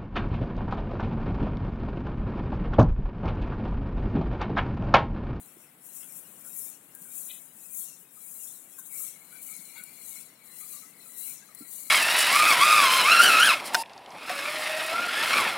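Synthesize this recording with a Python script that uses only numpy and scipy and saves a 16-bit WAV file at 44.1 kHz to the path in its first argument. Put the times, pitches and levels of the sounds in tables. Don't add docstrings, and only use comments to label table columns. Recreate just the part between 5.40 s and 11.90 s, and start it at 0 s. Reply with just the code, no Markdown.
import sys
import numpy as np
from scipy import signal
from scipy.fft import rfft, irfft
from scipy.io import wavfile
from scipy.ndimage import uniform_filter1d

SR = 44100
rng = np.random.default_rng(int(sys.argv[2]) if len(sys.argv) > 2 else 0)


def dump(signal):
    limited = np.clip(np.atleast_2d(signal).T, -1, 1)
    pcm = np.round(limited * 32767).astype(np.int16)
    wavfile.write(sys.argv[1], SR, pcm)


N = 286650
TIME = np.arange(N) / SR


def undb(db):
    return 10 ** (np.asarray(db) / 20)


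def unit(x):
    return x / np.sqrt(np.mean(x ** 2) + 1e-20)


def over_hz(points):
    hz, value = np.transpose(points)
    bin_hz = np.arange(N // 2 + 1) * SR / N
    return np.interp(np.log(bin_hz + 1), np.log(hz), value)


def weigh(x, gain):
    return irfft(rfft(x) * gain, N)


def colour(x, points):
    return unit(weigh(x, undb(over_hz(points))))


def resonate(x, hz, width_hz):
    b, a = signal.iirpeak(min(hz, .45 * SR), hz / width_hz, fs=SR)
    once = signal.lfilter(b, a, x)
    return signal.lfilter(b, a, once)


def highpass(x, hz):
    return signal.sosfilt(signal.butter(4, hz, "high", fs=SR, output="sos"), x)


def walk(rate):
    hold = max(int(SR / rate), 2)
    levels = np.repeat(rng.standard_normal(N // hold + 1), hold)
    slewed = uniform_filter1d(uniform_filter1d(levels, hold), hold)
    return unit(slewed[:N])


def grains(per_s, spread_db):
    size = undb(spread_db * np.minimum(rng.exponential(size=N), 5))
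    hits = rng.random(N) < per_s / SR
    return unit(hits * rng.choice([-1, 1], N) * size)


def band_flicker(x, depth_db, size=384):
    _, _, frames = signal.stft(x, nperseg=size)
    chance = uniform_filter1d(rng.standard_normal(frames.shape), size=2, axis=0)
    chance = uniform_filter1d(chance, size=5, axis=1)
    swell = undb(depth_db * np.clip(unit(chance), -2, 2))
    return unit(signal.istft(frames * swell, nperseg=size)[1][:N])


def rasp(length_s):
    age = np.arange(SR // 4) / SR / (length_s / 3)
    return rng.standard_normal(SR // 4) * age * np.exp(1 - age)


def burst(ring, length_s, db):
    return unit(ring) * np.sqrt(length_s * SR / len(ring)) * undb(db)


def sides(pan_db):
    return np.array([[1], [undb(-pan_db)]])


def add(out, s, sound):
    i = max(int(s * SR), 0)
    out[..., i:i + sound.shape[-1]] += sound[..., :N - i]


def around_mean(level_db):
    return level_db - level_db.mean()


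# (frequency [Hz], relative level [dB])
RIVER_COLOUR = [(25, -39), (60, -26.5), (100, -13.5), (135, -4.5), (175, 0.5), (250, -1), (400, -6.5),
                (800, -9), (1500, -9.5), (2700, -14), (3300, -15), (4700, -22.5), (8000, -31), (15500, -56)]
# (frequency [Hz], coherence [0-1])
RIVER_LIKENESS = [(60, 0.89), (130, 1), (290, 0.92), (640, 0.71), (1400, 0.29), (3100, 0.011)]
# (frequency [Hz], left over right [dB])
RIVER_LEAN = [(100, 0.5), (300, -1.5), (1200, -0.5), (3000, -0.5)]


def river(level_db=-62.5, swell_db=1.0):
    likeness = np.clip(over_hz(RIVER_LIKENESS), 0, 1)
    mid = rfft(rng.standard_normal(N)) * np.sqrt(1 + likeness)
    side = rfft(rng.standard_normal(N)) * np.sqrt(1 - likeness)
    rush = np.array([colour(irfft(mid + sign * side, N), RIVER_COLOUR) for sign in (1, -1)])
    rush = weigh(rush, undb(np.outer([1, -1], over_hz(RIVER_LEAN)) / 2))
    return rush * undb(level_db + swell_db * walk(3.07))


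# (time [s], level before rise and low cut [dB], pitch [Hz], 60 dB decay [s])
BUMPS = [(.003, -52, 199, 0.084), (0.166, -45.5, 355, 0.039), (1.612, -43, 176, 0.042),
         (4.187, -47.5, 186, 0.085), (4.405, -51.5, 173, 0.062), (6.206, -38.5, 270, 0.067),
         (6.2193, -40.5, 277, 0.06)]


def bumps(rise_s=0.0023, low_cut_hz=145, pan_db=-4.5):
    out, t = np.zeros((2, N)), TIME[:SR // 4]
    rise = 1 - np.exp(-(t / rise_s) ** 2)
    for s, db, hz, t60 in BUMPS:
        thud = rise * undb(db - 60 * t / t60) * np.sin(2 * np.pi * hz * t)
        add(out, s, thud * sides(pan_db))
    return highpass(out, low_cut_hz)


CONTACT_S, CREEP_DB = 3.5, -63.5


def wavering(note, offset_hz):
    shift = np.exp(2j * np.pi * np.cumsum(offset_hz) / SR)
    return np.real(signal.hilbert(note) * shift)


# (frequency [Hz], width of each pass [Hz], level before trim [dB])
CASE_MODES = [(2905, 53, -71.5), (3486, 44, -76), (3975, 70, -66), (4097, 86, -63.5), (4362, 110, -68),
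              (4586, 34, -70)]


def case(level_db, rise_s=0.63, gain_db=-0.7, own_db=6, waver_hz=75, follow=0.49, pan_db=20):
    ring = 0
    for hz, width_hz, db in CASE_MODES:
        note = wavering(resonate(grains(3000, spread_db=0), hz, width_hz), waver_hz * walk(18))
        ring = ring + unit(note * undb(own_db * np.tanh(walk(20)))) * undb(db)
    touch = np.sqrt(np.clip((TIME - CONTACT_S) / rise_s, 0, 1))
    return ring * touch * undb(gain_db + follow * around_mean(level_db)) * sides(pan_db)


# (middle time [s], level before trim [dB], half length [s], main hollow resonance before waver [Hz])
RUBS = [(3.552, -50.5, 0.027, 2235), (3.647, -56, 0.032, 2185), (3.762, -54, 0.016, 2255),
        (3.83, -55, 0.026, 2230), (3.973, -50.5, 0.041, 2322), (4.127, -49.5, 0.038, 2260),
        (4.258, -52.5, 0.04, 2242), (4.384, -45, 0.044, 2204), (4.503, -53.5, 0.042, 2250),
        (4.6, -53.5, .028, 2297), (4.753, -48, 0.029, 2253), (4.819, -56, 0.023, 2304),
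        (4.929, -55, 0.018, 2090), (5.013, -56, 0.02, 2270), (5.112, -55, 0.019, 1953),
        (5.228, -53, 0.02, 2220), (5.386, -63, 0.074, 2140), (5.472, -54.5, 0.022, 2062),
        (5.598, -59, 0.03, 2114), (5.795, -60, 0.03, 2018), (5.897, -53.5, 0.023, 2344),
        (6.1, -74, 0.03, 2000), (6.245, -64, .022, 2124), (6.341, -72, .025, 2046),
        (6.483, -56.5, 0.038, 2190)]


def rub_power():
    power = undb(CREEP_DB) ** 2 * np.clip((TIME - CONTACT_S) / .1, 0, 1)
    for s, db, length_s, _ in RUBS:
        power = power + undb(db) ** 2 * np.exp(-np.minimum(((TIME - s) / length_s) ** 2, 40))
    return power


# (ratio to the typical main resonance, width of each pass [Hz],
# relative level halfway through the contact [dB], growth as the grip shifts [dB/s])
HOLLOW = [(0.599, 150, -14, 1.5), (0.929, 90, -4, 3), (1.001, 110, 0.5, 0.5), (1.08, 90, -6.5, 3)]


def grip(gain_db=-3.0, flicker_db=3.5, own_db=3, waver_hz=36, pan_db=20):
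    middle_s, _, _, rub_hz = np.transpose(RUBS)
    hz = np.interp(TIME, middle_s, rub_hz)
    centre_hz = np.median(hz)
    since_s = np.maximum(TIME - CONTACT_S, 0)
    ring = 0
    for ratio, width_hz, db, growth in HOLLOW:
        offset_hz = hz - centre_hz + ratio * waver_hz * walk(25)
        note = wavering(resonate(grains(3000, spread_db=-0.5), ratio * centre_hz, width_hz), offset_hz)
        grown_db = db + growth * (since_s - since_s[-1] / 2)
        ring = ring + note * undb(grown_db + own_db * np.tanh(walk(30)))
    ring = unit(ring * undb(flicker_db * np.tanh(2 * walk(90))))
    return ring * np.sqrt(rub_power()) * undb(gain_db) * sides(pan_db)


# (time [s], level before the crack and snap gains [dB], 60 dB decay of the
# crackle [s], ring share, snap length [s])
TICKS = [(0.4414, -40, 0.049, 0.024, .0003), (.457, -35, .02, .05, .0003), (.4655, -33, 0.027, .05, .0005),
         (.631, -32, 0.0092, 0.058, .0002), (0.723, -32, 0.022, 0.084, .0003),
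         (1.1657, -28, .015, .05, .0005), (1.3002, -29, .015, .05, 0.00032),
         (1.5508, -31, 0.03, 0.15, .001), (1.6195, -32, .02, 0.1, .0003), (1.626, -36, .03, .05, .001),
         (1.716, -40, .015, .05, .0003), (1.758, -31, .02, .05, .0004), (2.1365, -41, .015, .05, .0003),
         (2.3401, -43, 0.014, 0.046, .0006), (3.0215, -42, 0.0097, .05, 0.00025),
         (3.388, -27, 0.02, 0.054, .0002), (3.5269, -32, .015, .05, .0006), (3.5882, -29, .02, .05, .0006),
         (3.928, -39, .02, 0.047, .0005), (4.0183, -34, .015, .05, .0005),
         (4.1647, -29, 0.011, 0.28, 0.00032), (4.4372, -28.5, .014, 0.34, .0003),
         (4.6618, -35, .015, .05, 0.00051), (4.8108, -34, .012, 0.044, 0.00033),
         (5.9003, -27, .012, 0.049, .0003), (6.149, -29, 0.055, 0.2, 0.00028)]
# (frequency [Hz], 60 dB decay [s], relative level [dB])
TICK_MODES = [(8177, .022, -10), (10700, 0.035, 8.5), (12900, .01, 5)]


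def ticks(crack_db=-6, snap_db=3.5, edge_hz=8600, pan_db=23):
    out, t = np.zeros((2, N)), TIME[:SR // 8]
    ring = sum(undb(db - 60 * t / t60) * np.sin(2 * np.pi * hz * t) for hz, t60, db in TICK_MODES)
    for s, db, t60, share, snap_s in TICKS:
        fade = undb(crack_db - 60 * t / t60) + undb(snap_db) * np.exp(-t / snap_s)
        crack = highpass(rng.choice([-1, 1], len(t)) * fade, edge_hz)
        add(out, s, undb(db) * (crack + share * ring) * sides(pan_db))
    return out


# (time [s], level [dB], length [s], pitch ratio of the ring)
SKID = [(0.619, -56.5, 0.022, 0.85), (1.882, -56, .016, 0.98), (1.893, -46.5, 0.0095, 0.98),
        (1.902, -40, 0.0072, 1), (1.921, -54, 0.029, .99), (1.957, -57.5, 0.022, 1.0),
        (4.349, -54.5, 0.043, 1.1)]
# (frequency [Hz], width of each pass [Hz], relative level [dB])
STONE_MODES = [(2010, 65, -5.5), (2500, 90, 0.5), (3054, 64, 0.5), (3346, 84, 0), (3540, 59, -1),
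               (3770, 120, 1), (3996, 74, 0)]


def skid(pan_db=7):
    out = np.zeros((2, N))
    for s, db, length_s, ratio in SKID:
        slips = rasp(length_s)
        ring = sum(undb(mode_db) * unit(resonate(slips, hz * ratio, width_hz))
                   for hz, width_hz, mode_db in STONE_MODES)
        add(out, s, burst(ring, length_s, db) * sides(pan_db))
    return out


# (time [s], level before trim [dB], pitch [Hz], length [s])
PEBBLES = [(0.621, -64.5, 1440, 0.04), (1.044, -58, 1445, 0.031), (1.534, -61.5, 1610, 0.075),
           (1.645, -60, 1490, 0.041), (2.762, -60, 1240, 0.028), (3.374, -57, 1520, 0.043),
           (3.38, -54.5, 1074, 0.016), (3.596, -58, 1250, 0.038), (4.081, -60.5, 1304, 0.046),
           (3.917, -54.5, 1497, 0.045), (4.349, -54, 2290, 0.064), (4.351, -53.5, 1487, 0.075),
           (4.35, -57.5, 920, 0.023), (5.203, -59, 1214, 0.058), (5.325, -58.5, 1180, 0.068),
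           (5.416, -58, 1275, 0.035), (5.65, -61, 1295, 0.048), (6.004, -57, 1632, 0.036),
           (6.084, -57, 1239, 0.029), (6.207, -57, 1356, 0.029)]


def pebbles(width_hz=90, gain_db=-0.3, pan_db=18):
    out = np.zeros((2, N))
    for s, db, hz, length_s in PEBBLES:
        note = resonate(rasp(length_s), hz, width_hz)
        add(out, s, burst(note, length_s, db + gain_db) * sides(pan_db))
    return out


def faint_rings(level_db, count, db, low_hz, high_hz, width_hz, length_s, follow, spread_db=2.5, pan_db=18):
    out = np.zeros((2, N))
    swell_db = around_mean(level_db)
    for when, pitch, force in rng.random((count, 3)):
        i = int(when * N)
        note = resonate(rasp(length_s), low_hz + pitch * (high_hz - low_hz), width_hz)
        note_db = db + follow * swell_db[i] + spread_db * min(-np.log(1 - force), 2)
        add(out, i / SR, burst(note, length_s, note_db) * sides(pan_db))
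    return out


def low_rings(level_db):
    return faint_rings(level_db, count=150, db=-71.0, low_hz=1949, high_hz=2950, width_hz=58,
                       length_s=0.043, follow=0.3)


# (frequency [Hz], gain [dB])
HIGH_RING_GAIN = [(3300, -2), (4050, 1.5), (4750, -11.5), (5050, -2.5), (5450, 5.5), (6300, -3.5)]


def high_rings(level_db):
    rings = faint_rings(level_db, count=400, db=-72.5, low_hz=3293, high_hz=6345, width_hz=45,
                        length_s=0.036, follow=0.68)
    return weigh(rings, undb(over_hz(HIGH_RING_GAIN)))


# (middle time [s], level [dB], half length [s])
ROLLS = [(1.32, -57, .04), (2.49, -49, .06), (3.12, -62, .06), (3.71, -52.5, .04), (5.402, -52, .07),
         (5.99, -52, .08)]
# (frequency [Hz], relative level [dB])
COARSE_COLOUR = [(2500, -30), (4100, -8), (4900, -20), (5500, -1), (6600, 0), (8000, -2), (11000, -10),
                 (15500, -20)]


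def rolls(depth_db=4, pan_db=20):
    power = sum(undb(db) ** 2 * np.exp(-((TIME - s) / length_s) ** 2) for s, db, length_s in ROLLS)
    rattle = band_flicker(colour(grains(2500, spread_db=1.5), COARSE_COLOUR), depth_db)
    return rattle * np.sqrt(power) * sides(pan_db)


# (frequency [Hz], relative level [dB])
GRIT_NEAR = [(1500, -40), (3200, -27.5), (4100, -21), (4800, -34.5), (5450, -15.5), (6100, -12.5),
             (6800, -2.5), (8000, 0), (9900, 1.5), (12000, -1.5), (15500, -4)]


def chips(level_db, per_s=130, spread_db=1.0, db=-54, follow=1.0, snap_s=0.00082, pan_db=20):
    snap_power = signal.lfilter([1], [1, -np.exp(-2 / (snap_s * SR))], grains(per_s, spread_db) ** 2)
    crackle = colour(np.sqrt(snap_power) * rng.choice([-1, 1], N), GRIT_NEAR)
    return crackle * undb(db + follow * around_mean(level_db)) * sides(pan_db)


def press(age, attack_s, hold_s, sag_db, release_s):
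    outside = np.minimum(age, 0) / attack_s - np.maximum(age - hold_s, 0) / release_s
    return np.exp(np.maximum(outside, -30)) * undb(-sag_db * np.clip(age / hold_s, 0, 1))


ROLL_S = 0.015
SHADED_LAG_S, SHADED_POWER = 0.0095, 1.84
SETTLE_DB, SETTLE_PAN_DB, SETTLE_BRIGHT_DB = -59, 52, 12
SCUFF_BRIGHT_DB = 4
# (time [s], level before trim [dB], attack [s], hold [s], sag over the hold [dB],
# release [s], left over right before trim [dB], brightness as fine over coarse [dB],
# dulling either side of it at roll-off, negative brightens [dB])
STEPS = [(0.576, -38, 0.071, 0.18, 8.5, 0.16, 24, 8.5, -5),
         (1.185, -35, 0.072, 0.11, 4, 0.065, 17.5, 3, 6.5),
         (1.766, -35, 0.05, 0.16, 4.5, 0.11, 16, 4.5, 1.5),
         (2.346, -33.5, 0.026, 0.1, 1.5, 0.07, 14, 3.5, 4.5),
         (2.926, -39, 0.14, 0.15, -1.9, 0.15, 19, 2, 3),
         (3.549, -34.5, 0.036, 0.098, -3.5, 0.053, 16, 3, 4),
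         (4.025, -40.5, 0.015, 0.068, -2.5, 0.35, 18, 2.5, 4.5),
         (4.68, -35, 0.05, 0.13, 6, 0.072, 27, -4, 3.5), (5.152, -40.5, 0.045, 0.19, -4, 0.1, 16, 2.5, 1.5),
         (5.797, -34, 0.043, 0.14, 3.5, 0.055, 17, -0.5, 7.5),
         (6.336, -35, 0.056, 0.16, 4.5, 0.086, 16.5, -2.5, 7)]
# (middle time [s], level before trim [dB], half length [s], left over right before trim [dB])
SCUFFS = [(0, -46.5, 0.1, 55), (0.214, -51.5, 0.067, 49), (0.473, -44, 0.034, 34), (0.733, -42, 0.013, 21),
          (0.773, -39, 0.023, 21), (0.878, -49, .08, 28), (1.008, -46, .035, 36), (1.071, -40, 0.023, 29),
          (1.303, -46, .018, 23), (1.456, -55.5, 0.041, 39), (1.654, -44, 0.091, 41),
          (2.042, -50, 0.044, 25), (2.263, -43.5, 0.096, 29), (2.613, -50, 0.026, 31),
          (2.807, -47.5, 0.034, 29), (3.394, -38.5, 0.0079, 24), (3.405, -44.5, 0.1, 29),
          (3.465, -42, 0.012, 21), (3.82, -50, .06, 28), (3.961, -43.5, 0.058, 26), (4.115, -41, 0.011, 14),
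          (4.384, -42.5, 0.015, 22), (4.573, -47, 0.16, 21), (5.07, -48, 0.027, 28), (5.61, -53, 0.032, 32),
          (5.687, -43.5, 0.065, 16), (5.903, -40, 0.026, 19), (6.082, -55, 0.062, 22),
          (6.212, -43.5, 0.04, 25)]


def stride():
    t = TIME[::44]
    near = np.full(len(t), undb(SETTLE_DB) ** 2)
    shaded = near * undb(-SETTLE_PAN_DB) ** 2
    bright = near * SETTLE_BRIGHT_DB
    for s, db, attack_s, hold_s, sag_db, release_s, pan_db, bright_db, dulling_db in STEPS:
        power = (undb(db) * press(t - s, attack_s, hold_s, sag_db, release_s)) ** 2
        late = press(t - s - SHADED_LAG_S, attack_s / SHADED_POWER, hold_s, sag_db, release_s / SHADED_POWER)
        dulling = dulling_db * np.tanh((t - s - hold_s) / ROLL_S)
        near = near + power
        shaded = shaded + (undb(db - pan_db) * late) ** 2
        bright = bright + power * (bright_db - dulling)
    for s, db, length_s, pan_db in SCUFFS:
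        power = undb(db) ** 2 * np.exp(-((t - s) / length_s) ** 2)
        near = near + power
        shaded = shaded + power * undb(-pan_db) ** 2
        bright = bright + power * SCUFF_BRIGHT_DB
    return [np.interp(TIME, t, c) for c in (10 * np.log10(near), 10 * np.log10(shaded), bright / near)]


# (frequency [Hz], relative level [dB])
GRIT_SHADED = [(2000, -15), (5000, -12.5), (7000, -1), (9000, 7.5), (10300, 13), (12500, 2), (15500, -0.5)]


def crunch(level_db, shaded_level_db, bright_db, per_s=22000, spread_db=0.5, flicker_db=0.6, surge_db=0.78,
           near_db=0.16, shaded_db=0.0, coarse_growth=0.43, coarse_lag_s=0.086, coarse_linger=0.25,
           depth_db=2.0, coarse_depth_db=7.5):
    surges_db = flicker_db * walk(110) + surge_db * walk(35)
    near = band_flicker(colour(grains(per_s, spread_db), GRIT_NEAR), depth_db)
    shaded = colour(grains(per_s, spread_db), GRIT_SHADED)
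    fine = weigh(near, over_hz([(8000, 0.035), (14000, 1)]))
    coarse = weigh(near, over_hz([(6000, 1), (7500, 0.054)]))
    middle = near - fine - coarse
    easing_db = np.interp(TIME - coarse_lag_s, TIME, level_db) - level_db
    coarse_db = coarse_growth * around_mean(level_db) + coarse_linger * easing_db - bright_db / 2
    rough = band_flicker(coarse, coarse_depth_db) * coarse.std()
    near = middle + fine * undb(bright_db / 2) + rough * undb(coarse_db)
    left = near * undb(level_db + near_db)
    right = shaded * undb(shaded_level_db + shaded_db)
    return undb(surges_db) * np.array([left, right])


def scene():
    level_db, shaded_level_db, bright_db = stride()
    hand = bumps() + case(level_db) + grip()
    stones = skid() + pebbles()
    rings = low_rings(level_db) + high_rings(level_db)
    feet = rolls() + chips(level_db) + crunch(level_db, shaded_level_db, bright_db)
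    return river() + hand + ticks() + stones + rings + feet


def record(dry, top_hz=15850):
    return signal.sosfilt(signal.ellip(12, .1, 80, top_hz, fs=SR, output="sos"), dry)


dry = scene()
out = record(dry)
dump(out)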